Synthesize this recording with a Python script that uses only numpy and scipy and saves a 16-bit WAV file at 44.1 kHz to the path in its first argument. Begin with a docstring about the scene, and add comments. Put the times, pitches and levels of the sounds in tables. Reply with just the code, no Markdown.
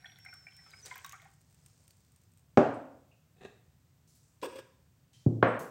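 """A small, hard-walled kitchen over a low hum: thin water is poured into the metal base of a coffee pot.
The stream is a wavering sine; ringing bubbles and gurgles excite the pot, then it breaks into noisy drips.
A tumbler is put down on the wooden counter; a glass jar is picked up and its lid twisted off by tiny slips.
The counter thuds, a drawer bangs and a spoon clinks, all as decaying modes; diffuse noise tails are the room."""
import sys
import numpy as np
from scipy import signal
from scipy.fft import rfft, irfft
from scipy.io import wavfile
from scipy.ndimage import uniform_filter1d

SR = 44100
rng = np.random.default_rng(int(sys.argv[2]) if len(sys.argv) > 2 else 0)


def inscribe(sig):
    """Save sig as 16-bit PCM at rate SR to the path in sys.argv[1].

    A 1-D sig is mono; a 2-D sig holds one channel per row.
    Samples are clipped to [-1, 1] before scaling.
    """
    pcm = np.round(np.clip(np.atleast_2d(sig).T, -1, 1) * 32767)
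    wavfile.write(sys.argv[1], SR, pcm.astype(np.int16))


N = 251370
TIME = np.arange(N) / SR
SECOND = TIME[:SR]


def amp(db):
    """Decibels to gain."""
    return 10 ** (np.asarray(db) / 20)


def unit(x):
    """Scales to rms 1."""
    return x / np.sqrt(np.mean(x ** 2) + 1e-20)


def read(points, hz):
    """Reads a curve joined by lines on a log-frequency axis."""
    f, value = np.transpose(points)
    return np.interp(np.log(hz + 1), np.log(f + 1), value)


def level(rows, column=1):
    """Gain over time from one dB column of a table, silent outside it."""
    rows = np.array(rows)
    return amp(np.interp(TIME, rows[:, 0], rows[:, column], left=-150, right=-150))


def add(mix, s, sound):
    """Mixes a sound in at time s, in place."""
    part = mix[max(round(s * SR), 0):][:len(sound)]
    part += sound[:len(part)]


def colour(x, spectrum, size=4096):
    """Causal (minimum-phase) filter of unit energy with the given spectrum."""
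    hz = abs(np.fft.fftfreq(size, 1 / SR))
    log_gain = np.log(amp(np.maximum(read(spectrum, hz), -100)))
    taps = np.fft.ifft(np.exp(np.conj(signal.hilbert(log_gain)))).real
    return signal.fftconvolve(x, taps / np.linalg.norm(taps))[:len(x)]


def low_cut(x, hz, order=2):
    """High-pass filter: the microphone picks up little deep bass."""
    return signal.sosfilt(signal.butter(order, hz, "high", fs=SR, output="sos"), x)


def resonate(x, body):
    """Resonances side by side, each passed twice for steeper skirts."""
    out = np.zeros(len(x))
    for hz, width_hz, db in body:
        b, a = signal.iirpeak(min(hz, SR / 2 - 1), hz / width_hz, SR)
        once = signal.lfilter(b, a, x)
        out += amp(db) * signal.lfilter(b, a, once)
    return out


def fade(t60):
    """One second of exponential decay, falling 60 dB in t60 seconds."""
    return 1000 ** (-SECOND / max(t60, 1e-4))


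def ring(modes):
    """Struck modes, neighbours swinging in opposite senses."""
    out = np.zeros(SR)
    for k, (hz, db, t60) in enumerate(modes):
        out += (-1) ** k * amp(db) * fade(t60) * np.sin(2 * np.pi * hz * SECOND)
    return out


def burst(t60, count=4):
    """Decaying noise with an even spectrum: a crowd of short modes."""
    x = rng.standard_normal(SR) * fade(t60)
    for _ in range(count):  # flatten the spectrum, then trim the length again
        z = rfft(x)
        x = irfft(z / (abs(z) + 1e-12), SR) * (SECOND < t60)
    return x * np.linalg.norm(fade(t60)) / np.linalg.norm(x)


def grains(per_s, spread_db):
    """Random clicks, mostly small, a few large."""
    hits = rng.random(N) < per_s / SR
    size_db = spread_db * np.minimum(rng.exponential(1, N), 4)
    return hits * rng.choice([-1, 1], N) * amp(size_db)


def stroke(s, hold_s, db, rise_s=0.0092, release_t60=0.05):
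    """Force of one push: a quick rise, a hold, a release."""
    t = TIME - s
    released_s = np.maximum(t - rise_s - hold_s, 0)
    return amp(db - 60 * released_s / release_t60) * np.clip(t / rise_s, 0, 1)


def scuff(db, hz, share, t60):
    """A dying puff of noise around one pitch."""
    edges = [hz / (1 + share), min(hz * (1 + share), SR / 2 - 1)]
    band = signal.butter(2, edges, "band", fs=SR, output="sos")
    return amp(db) * fade(t60) * unit(signal.sosfilt(band, rng.standard_normal(SR)))


# how long each band lingers between the walls: pitch_hz, t60_s
ROOM_T60 = [(100, 0.78), (250, 0.54), (600, 0.63), (1500, 0.58), (4000, .55), (8000, 0.53), (15000, .25)]
# colour of the kitchen's answer: pitch_hz, level_db
ROOM_TONE = [(60, -6.5), (200, -3), (500, -7), (1500, 0), (3000, -3), (7000, 1), (15000, -7.5)]


def room(x, build_s=0.008):
    """The kitchen's diffuse answer, each band of noise dying at its own speed."""
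    hz, t, z = signal.stft(rng.standard_normal(SR), SR, nperseg=256)
    decay_db = -60 * t / read(ROOM_T60, hz)[:, None]
    z = z * amp(read(ROOM_TONE, hz))[:, None] * amp(decay_db)
    tail = signal.istft(z, SR, nperseg=256)[1][:SR]
    tail *= 1 - np.exp(-(SECOND / build_s) ** 2)
    mean_t60 = np.mean(read(ROOM_T60, hz[:20]))
    return signal.fftconvolve(x, tail / np.linalg.norm(fade(mean_t60)))[:N]


# spectrum of the hum and its hiss: pitch_hz, level_db
HUM = [(20, -43.5), (40, -25.5), (52, -16.5), (65, -4.5), (110, -1), (155, -2), (200, -14), (260, -16.5),
       (400, -23.5), (700, -26.5), (1500, -30), (4000, -34), (8500, -33), (9700, -41), (16000, -34)]


def hum(hum_db=-66):
    """Low steady room noise under a faint hiss, shaped from white noise."""
    gain = amp(read(HUM, np.fft.rfftfreq(N, 1 / SR)))
    return amp(hum_db) * unit(irfft(rfft(rng.standard_normal(N)) * gain, N))


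def squeal(length_s=0.04, start_hz=6100, sag_hz_per_s=8700, squeal_db=-55):
    """As the stream thins, the tone jumps up and sags for a moment."""
    t = TIME[TIME < length_s]
    tone = np.sin(2 * np.pi * np.cumsum(start_hz - sag_hz_per_s * t) / SR)
    return amp(squeal_db) * signal.windows.tukey(len(t)) * tone


# the smooth stream sings one thin tone: start_s, pitch_hz, level_db
SING = [(0.0, 5550, -74), (0.1, 5655, -66.5), (0.188, 5570, -74), (0.2, 5490, -64.5), (0.318, 5420, -57),
        (0.384, 5440, -58.5), (0.438, 5300, -66), (0.52, 5310, -66.5), (0.578, 5390, -61.5),
        (0.69, 5266, -62), (0.714, 4830, -70), (0.786, 5170, -61), (0.804, 5060, -61), (0.81, 4780, -65)]


def stream(waver=0.0012, flutter=0.18, octave_db=-14, octave_end_s=0.19, squeal_s=0.821):
    """The thin singing tone, with a faint octave at first and a short squeal at the end."""
    s, hz, _ = np.transpose(SING)
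    drift = unit(uniform_filter1d(rng.standard_normal(N), size=400))
    swell = unit(uniform_filter1d(rng.standard_normal(N), size=400))
    phase = 2 * np.pi * np.cumsum(np.interp(TIME, s, hz) * (1 + waver * drift)) / SR
    octave = amp(octave_db) * (TIME < octave_end_s) * np.sin(2 * phase)
    out = level(SING, column=2) * (np.sin(phase) + octave)
    add(out, squeal_s, squeal())
    return np.sqrt(2) * (1 + flutter * swell) * out  # root two: levels are rms


def bubble(hz, t60, rise=0.03, swell_cycles=2.8):
    """A bubble swells for a few cycles, rings, and rises in pitch as it nears the surface."""
    t = TIME[:SR // 6]
    shape = fade(t60)[:len(t)] * (1 - np.exp(-t * hz / swell_cycles))
    pitch = hz * (1 + rise * np.minimum(t / t60, 1))
    return shape * np.sin(2 * np.pi * np.cumsum(pitch) / SR)


def bubble_swarm(pitches, per_s, spread_db, t60):
    """Random tiny bubbles at each of several pitches."""
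    return sum(signal.oaconvolve(grains(per_s, spread_db), bubble(hz, t60))[:N] for hz in pitches)


# the pour, as the level of its small bubbles: start_s, level_db
FLOW = [(0, -67.5), (.3, -83), (.7, -72.5), (.82, -79), (.89, -60), (1.0, -67.5), (1.17, -70.5),
        (1.27, -71.5), (1.35, -110)]
# resonances of the air in the pot, width per pass: pitch_hz, width_hz, level_db
POT_AIR = [(750, 76, 2.5), (1516, 210, 6.5), (1890, 140, 4), (2200, 360, 0), (3800, 350, -28)]


def pour(low_hz=1100, high_hz=3900, gurgle_db=0):
    """A crowd of small bubbles, and random clicks gurgling through the air in the pot."""
    small = bubble_swarm(np.geomspace(low_hz, high_hz, num=24), per_s=30, spread_db=6, t60=0.0045)
    gurgle = resonate(grains(790, 1.7), POT_AIR)
    return level(FLOW) * (unit(small) + amp(gurgle_db) * unit(gurgle))


# fizz on the water, which outlasts the pour: start_s, level_db
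FROTH = [(0, -80.5), (.6, -76), (.83, -67), (.87, -61.5), (1.05, -68), (1.2, -76), (1.4, -82.5),
         (1.7, -73.5), (2.3, -85.5)]
# colour of the fizz: pitch_hz, level_db
FIZZ = [(150, -34), (400, 6.5), (1500, -1.5), (3000, -6.5), (5000, 2.5), (8500, 2), (10000, -15.5),
        (15500, -10.5)]


def froth(spatter_db=-4):
    """Coloured clicks fizz among tiny bubbles; the level surges as the stream collapses with a splash."""
    spatter = bubble_swarm(np.geomspace(4500, 9000, num=12), per_s=25, spread_db=2.5, t60=0.0015)
    fizz = unit(colour(grains(2500, 4), FIZZ))
    splash = stroke(0.849, hold_s=0.0077, db=-56)
    return (level(FROTH) + splash) * (fizz + amp(spatter_db) * unit(spatter))


def cluster(hz, t60, scatter=0.136, lag_s=0.007, size_db=-9, count=4):
    """A pocket of air breaks into one main bubble and a few smaller neighbours."""
    out = bubble(hz, t60)
    for detune, delay in zip(rng.standard_normal(count), rng.exponential(lag_s, count)):
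        add(out, delay, amp(size_db) * bubble(hz * np.exp(scatter * detune), t60 / 2))
    return out


# the larger trapped air bubbles: start_s, level_db, pitch_hz
BUBBLES = [(.044, -43, 1816), (.057, -41.5, 3370), (.118, -50, 3550), (.158, -50.5, 3490),
           (.186, -53.5, 2024), (.2495, -45, 1604), (.261, -42, 2110), (.286, -46, 2340), (.328, -42, 1468),
           (.468, -42, 2330), (.589, -51, 1926), (.662, -50.5, 1350), (.733, -48, 1363), (.736, -49, 2220),
           (.911, -39, 2100), (.913, -41.5, 1000), (0.9567, -44, 1046), (.957, -42, 1637),
           (1.046, -37.5, 1110), (1.047, -43, 3750), (1.123, -48, 2740), (1.1305, -38.5, 1198),
           (1.141, -41.5, 1392), (1.218, -55, 667), (1.253, -51, 783)]


def large_bubbles(t60_at_1khz=0.061, damping=0.69, stir_db=-13, stir_t60=0.052):
    """Each bubble rings, nudges the pot's air column, and its splash stirs the air in the pot."""
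    out, stir = np.zeros(N), np.zeros(N)
    for s, db, hz in BUBBLES:
        t60 = t60_at_1khz * (1000 / hz) ** damping  # smaller bubbles die sooner
        add(out, s, amp(db) * cluster(hz, t60))
        add(stir, s, amp(db + stir_db) * fade(stir_t60))
        add(out, s, scuff(db - 26, hz=725, share=0.09, t60=0.12))  # the air column
    return out + stir * unit(resonate(rng.standard_normal(N), POT_AIR))


# colour of a slap on the surface: pitch_hz, level_db
SLAP = [(300, -40), (900, -16.5), (2500, 0), (4500, -3.5), (7500, 2.5), (10000, -4.5), (15500, -1.5)]


def drop(hz, slap_db=-9, slap_t60=0.025, ping_db=-5, ping_t60=0.017):
    """A drop slaps the surface and leaves tiny pinging bubbles."""
    out = amp(slap_db) * colour(burst(slap_t60), SLAP)
    pings = cluster(hz, ping_t60, scatter=0.087, lag_s=0.0015, size_db=-11.5)
    add(out, 0, amp(ping_db) * pings)
    return out


# the larger drops, with the pitch of the tiny bubble left behind: start_s, level_db, pitch_hz
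DROPS = [(0.187, -49.5, 11400), (0.2492, -47, 8500), (0.3388, -44.5, 8600), (0.566, -48, 8500),
         (.7067, -48, 6400), (0.8581, -38, 4700), (0.9562, -42.5, 14800), (0.9788, -41.5, 13200),
         (1.0457, -36, 5600), (1.0629, -37, 15800), (1.0937, -38.5, 6350), (1.1229, -37.5, 6660),
         (1.219, -50, 3570), (1.6615, -45.5, 8530), (1.879, -48.5, 8600), (1.907, -47.5, 4480)]


def drips(specks_per_s=14, specks_start_s=1.2, specks_end_s=2.6, speck_hz=8410, speck_db=-60):
    """Larger drops slap the water; specks of froth burst afterwards."""
    out = np.zeros(N)
    for s, db, hz in DROPS:
        add(out, s, amp(db) * drop(hz))
    specks = grains(specks_per_s, 2) * (TIME > specks_start_s) * (TIME < specks_end_s)
    return out + amp(speck_db) * signal.oaconvolve(specks, drop(speck_hz))[:N]


def water(pot_db=-3, pot_t60=0.058, room_db=-7, tone_room_db=-19):
    """Bubbles rattle around inside the pot; fizz, drops and the singing stream sound on top."""
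    wet = pour() + large_bubbles()
    walls = burst(pot_t60)
    rattle = signal.fftconvolve(wet, walls / np.linalg.norm(walls))[:N]
    out = wet + amp(pot_db) * rattle + froth() + drips()
    tone = stream()
    return out + amp(room_db) * room(out) + tone + amp(tone_room_db) * room(tone)


# tumbler, counter, drawer in turn: start_s, ring_db, crack_db, crack_t60_s, room_db
KNOCKS = [(2.5728, -11.5, -7.5, 0.044, 17), (5.262, -26.5, -13, 0.044, 7.5), (5.4262, -19, -8.5, .035, 15)]
# the long modes each blow rings with: pitch_hz, level_db, t60_s
TUMBLER = [(85.3, -15, 0.054), (158.3, -19, 0.31), (209.8, -13, 0.032), (247, -8, .22), (317, -11, .12),
           (384, -4, 0.22), (539, -14, 0.26), (594, -3.5, .16), (723, -11, .08), (803, -5, 0.11),
           (1055, -12, 0.078), (1264, -20, 0.055), (1372.7, -13, .03), (1687, -22, .08)]
COUNTER = [(114.9, 3, 0.57), (152, -2.5, 0.41), (182, -15.5, 0.042), (243.7, -6, 0.27), (304, -12, 0.09)]
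DRAWER = [(116.2, -11.5, 0.41), (244.6, -20.5, 0.61), (271, 2, 0.094), (490, -5.5, 0.07), (537, -8, 0.22),
          (708, -5, 0.21), (1095, 0, 0.055), (1465, -6, 0.07), (1580, -6.5, 0.012), (1685, -26.5, 0.47)]
# colour of each blow's dense, fast-dying modes: pitch_hz, level_db
TUMBLER_CRACK = [(35, -44.5), (60, -18), (229, 0), (480, -2), (619, 0.5), (835, -15), (916, -14),
                 (1360, -13.5), (1560, -27.5), (2310, -23), (2840, -33.5), (7500, -47), (9670, -65.5),
                 (15000, -76.5)]
COUNTER_CRACK = [(24, -32), (40, -6.5), (129, 1.5), (292, -2), (623, -22), (847, -32), (979, -44.5),
                 (1190, -45), (1590, -55), (3000, -72.5), (3900, -100), (6600, -120)]
DRAWER_CRACK = [(35, -30.5), (60, -11), (271, 0), (629, -1.5), (917, -11), (1070, -4), (1310, -14.5),
                (1630, -5.5), (1910, -28), (2230, -19.5), (2720, -34.5), (3170, -28.5), (12000, -83),
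                (15600, -111), (22000, -120)]
# what each blow throws into the room: pitch_hz, level_db
TUMBLER_FAR = [(60, -39.5), (120, -8), (180, -15), (270, 3), (400, -4), (600, 2), (820, -6), (1000, -13),
               (1450, -17), (2000, -27), (2800, -31), (4000, -42.5), (8500, -54), (11000, -69)]
COUNTER_FAR = [(41, -34.5), (70, -23), (102, -10), (118, -1.5), (145, -12), (273, -7), (455, -12),
               (504, -16.5), (1500, -61.5), (1950, -101), (3300, -120)]
DRAWER_FAR = [(53, -12.5), (90, -21), (118, -13), (149, -7), (231, -2), (347, 0), (540, 4.5), (874, -7),
              (1100, -4), (1240, -10), (1440, -8), (3060, -25.5), (4500, -46), (9000, -63.5), (11700, -60),
              (19800, -120)]


def knocks(ring_room_db=-14, contact_s=0.00032, bass_hz=78):
    """Tumbler, dull thud and drawer: a few long modes, a crack of short ones, and the room's answer."""
    out = np.zeros(N)
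    press = 1 - np.exp(-(SECOND / contact_s) ** 2)  # contact builds up over a moment
    bodies = [(TUMBLER, TUMBLER_CRACK, TUMBLER_FAR),
              (COUNTER, COUNTER_CRACK, COUNTER_FAR),
              (DRAWER, DRAWER_CRACK, DRAWER_FAR)]
    for (s, ring_db, crack_db, t60, room_db), (modes, crack, far) in zip(KNOCKS, bodies):
        rung = amp(ring_db) * ring(modes) * press
        cracked = amp(crack_db) * colour(burst(t60) * press, crack)
        thrown = amp(room_db) * colour(signal.unit_impulse(SR), far) + amp(ring_room_db) * rung
        add(out, s, rung + cracked)
        add(out, s, room(thrown))
    return low_cut(out, bass_hz, order=4)


# brief scuffs of fingers, sleeve and lid; the band reaches a factor 1 + share either side of its pitch:
# start_s, level_db, pitch_hz, share (ratio), t60_s
TOUCHES = [(2.74, -62.5, 8300, 0.1, 0.086), (3.112, -68, 2650, .05, 0.26), (4.075, -69.5, 6500, .45, 1),
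           (4.08, -76, 14370, .17, 0.25), (4.15, -68, 7460, 1, 0.26), (4.231, -75.5, 7300, .2, 0.71),
           (4.416, -56.5, 3000, 1, 0.13), (4.429, -38, 948, 0.14, .083), (5.132, -67, 4400, 0.78, 0.91),
           (5.133, -69, 3104, .035, 0.4), (5.478, -67.5, 8200, 0.049, .34), (5.592, -53, 8600, 1, 0.36)]


def touches():
    """Fingers, sleeve and lid brush past as dying puffs of filtered noise."""
    out = np.zeros(N)
    for s, *touch in TOUCHES:
        add(out, s, scuff(*touch))
    return out


def rub(pushes, body, slips_per_s, spread_db, room_db):
    """Tiny slips under each push excite the resonances of the rubbed thing."""
    force = sum(stroke(*push) for push in pushes)
    out = force * unit(resonate(grains(slips_per_s, spread_db), body))
    return out + amp(room_db) * room(out)


# the jar slides off the counter in short pushes: start_s, hold_s, level_db
SLIDE = [(3.36, 0.16, -68), (3.405, 0.022, -56), (3.44, 0.0078, -48)]
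# its resonances, width per pass: pitch_hz, width_hz, level_db
SLIDE_BODY = [(161.3, 280, -3.5), (373.3, 136, 0), (736.5, 41, 0.5), (1150, 130, -14), (1830, 240, -11),
              (2600, 266, -12), (3720, 660, -17.5), (6700, 3100, -30.5)]


def jar_slide():
    """The jar stutters off the counter, slip by slip."""
    return rub(SLIDE, SLIDE_BODY, slips_per_s=7500, spread_db=6, room_db=-2.5)


# the glass rings when it catches: start_s, level_db
CATCHES = [(3.41, -66.5), (3.451, -59.5), (4.452, -53.5), (4.588, -56)]
# modes of the glass: pitch_hz, level_db, t60_s
JAR = [(1640, 3, 0.1), (1890, -9, 0.11), (2640, -8, 0.11), (3660, -7, 0.18)]


def jar_ring():
    """Each catch sets the same few glass modes ringing."""
    out = np.zeros(N)
    for s, db in CATCHES:
        add(out, s, amp(db) * ring(JAR))
    return out


# the lid gives, turns, and catches twice: start_s, hold_s, level_db
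TWIST = [(4.423, 0.028, -38.5), (4.48, 0.093, -53), (4.553, 0.0023, -47.5), (4.582, .005, -44.5)]
# its resonances, width per pass: pitch_hz, width_hz, level_db
LID_BODY = [(369.6, 216, -3), (520, 37, 3.5), (937, 510, -13), (1656, 47, -12.5), (2580, 820, -17),
            (3300, 188, -15.5), (5100, 1600, -24), (8470, 1180, -24), (13700, 9400, -35.5)]


def lid_twist():
    """The lid grinds round on its glass, slip by slip."""
    return rub(TWIST, LID_BODY, slips_per_s=3800, spread_db=0.5, room_db=-7)


def lid_pop():
    """The lid comes free with a hollow pop: a narrow, short puff of noise."""
    return scuff(-32.5, hz=424, share=0.18, t60=0.088)


# modes of the spoon: pitch_hz, level_db, t60_s
CLINK = [(6450, 1, 0.26), (6610, -6, 0.18), (7590, -6, 0.22), (8300, -3, 0.26), (10277, -14, 0.13),
         (11500, -9, 0.39), (12629, -12, .2), (14040, -13, .2)]


def spoon(clink_db=-60):
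    """A faint clink of high metal modes."""
    return amp(clink_db) * ring(CLINK)


def handling(pop_s=4.465, clink_s=5.592, room_db=-4):
    """Scuffs, the ring of the jar, the pop of its lid and the spoon, with the room around them."""
    out = touches() + jar_ring()
    add(out, pop_s, lid_pop())
    add(out, clink_s, spoon())
    return out + amp(room_db) * room(out)


def scene():
    """Pouring, then work on the counter."""
    return (hum() + water() + knocks() + handling() + jar_slide() + lid_twist())[None]


def record(dry, edge_hz=15950):
    """Band limit: a steep linear-phase low-pass, centred so that nothing is delayed."""
    taps = signal.firwin(511, edge_hz, window=("kaiser", 9), fs=SR)
    return signal.oaconvolve(dry, taps[None], "same")


dry = scene()
out = record(dry)
inscribe(out)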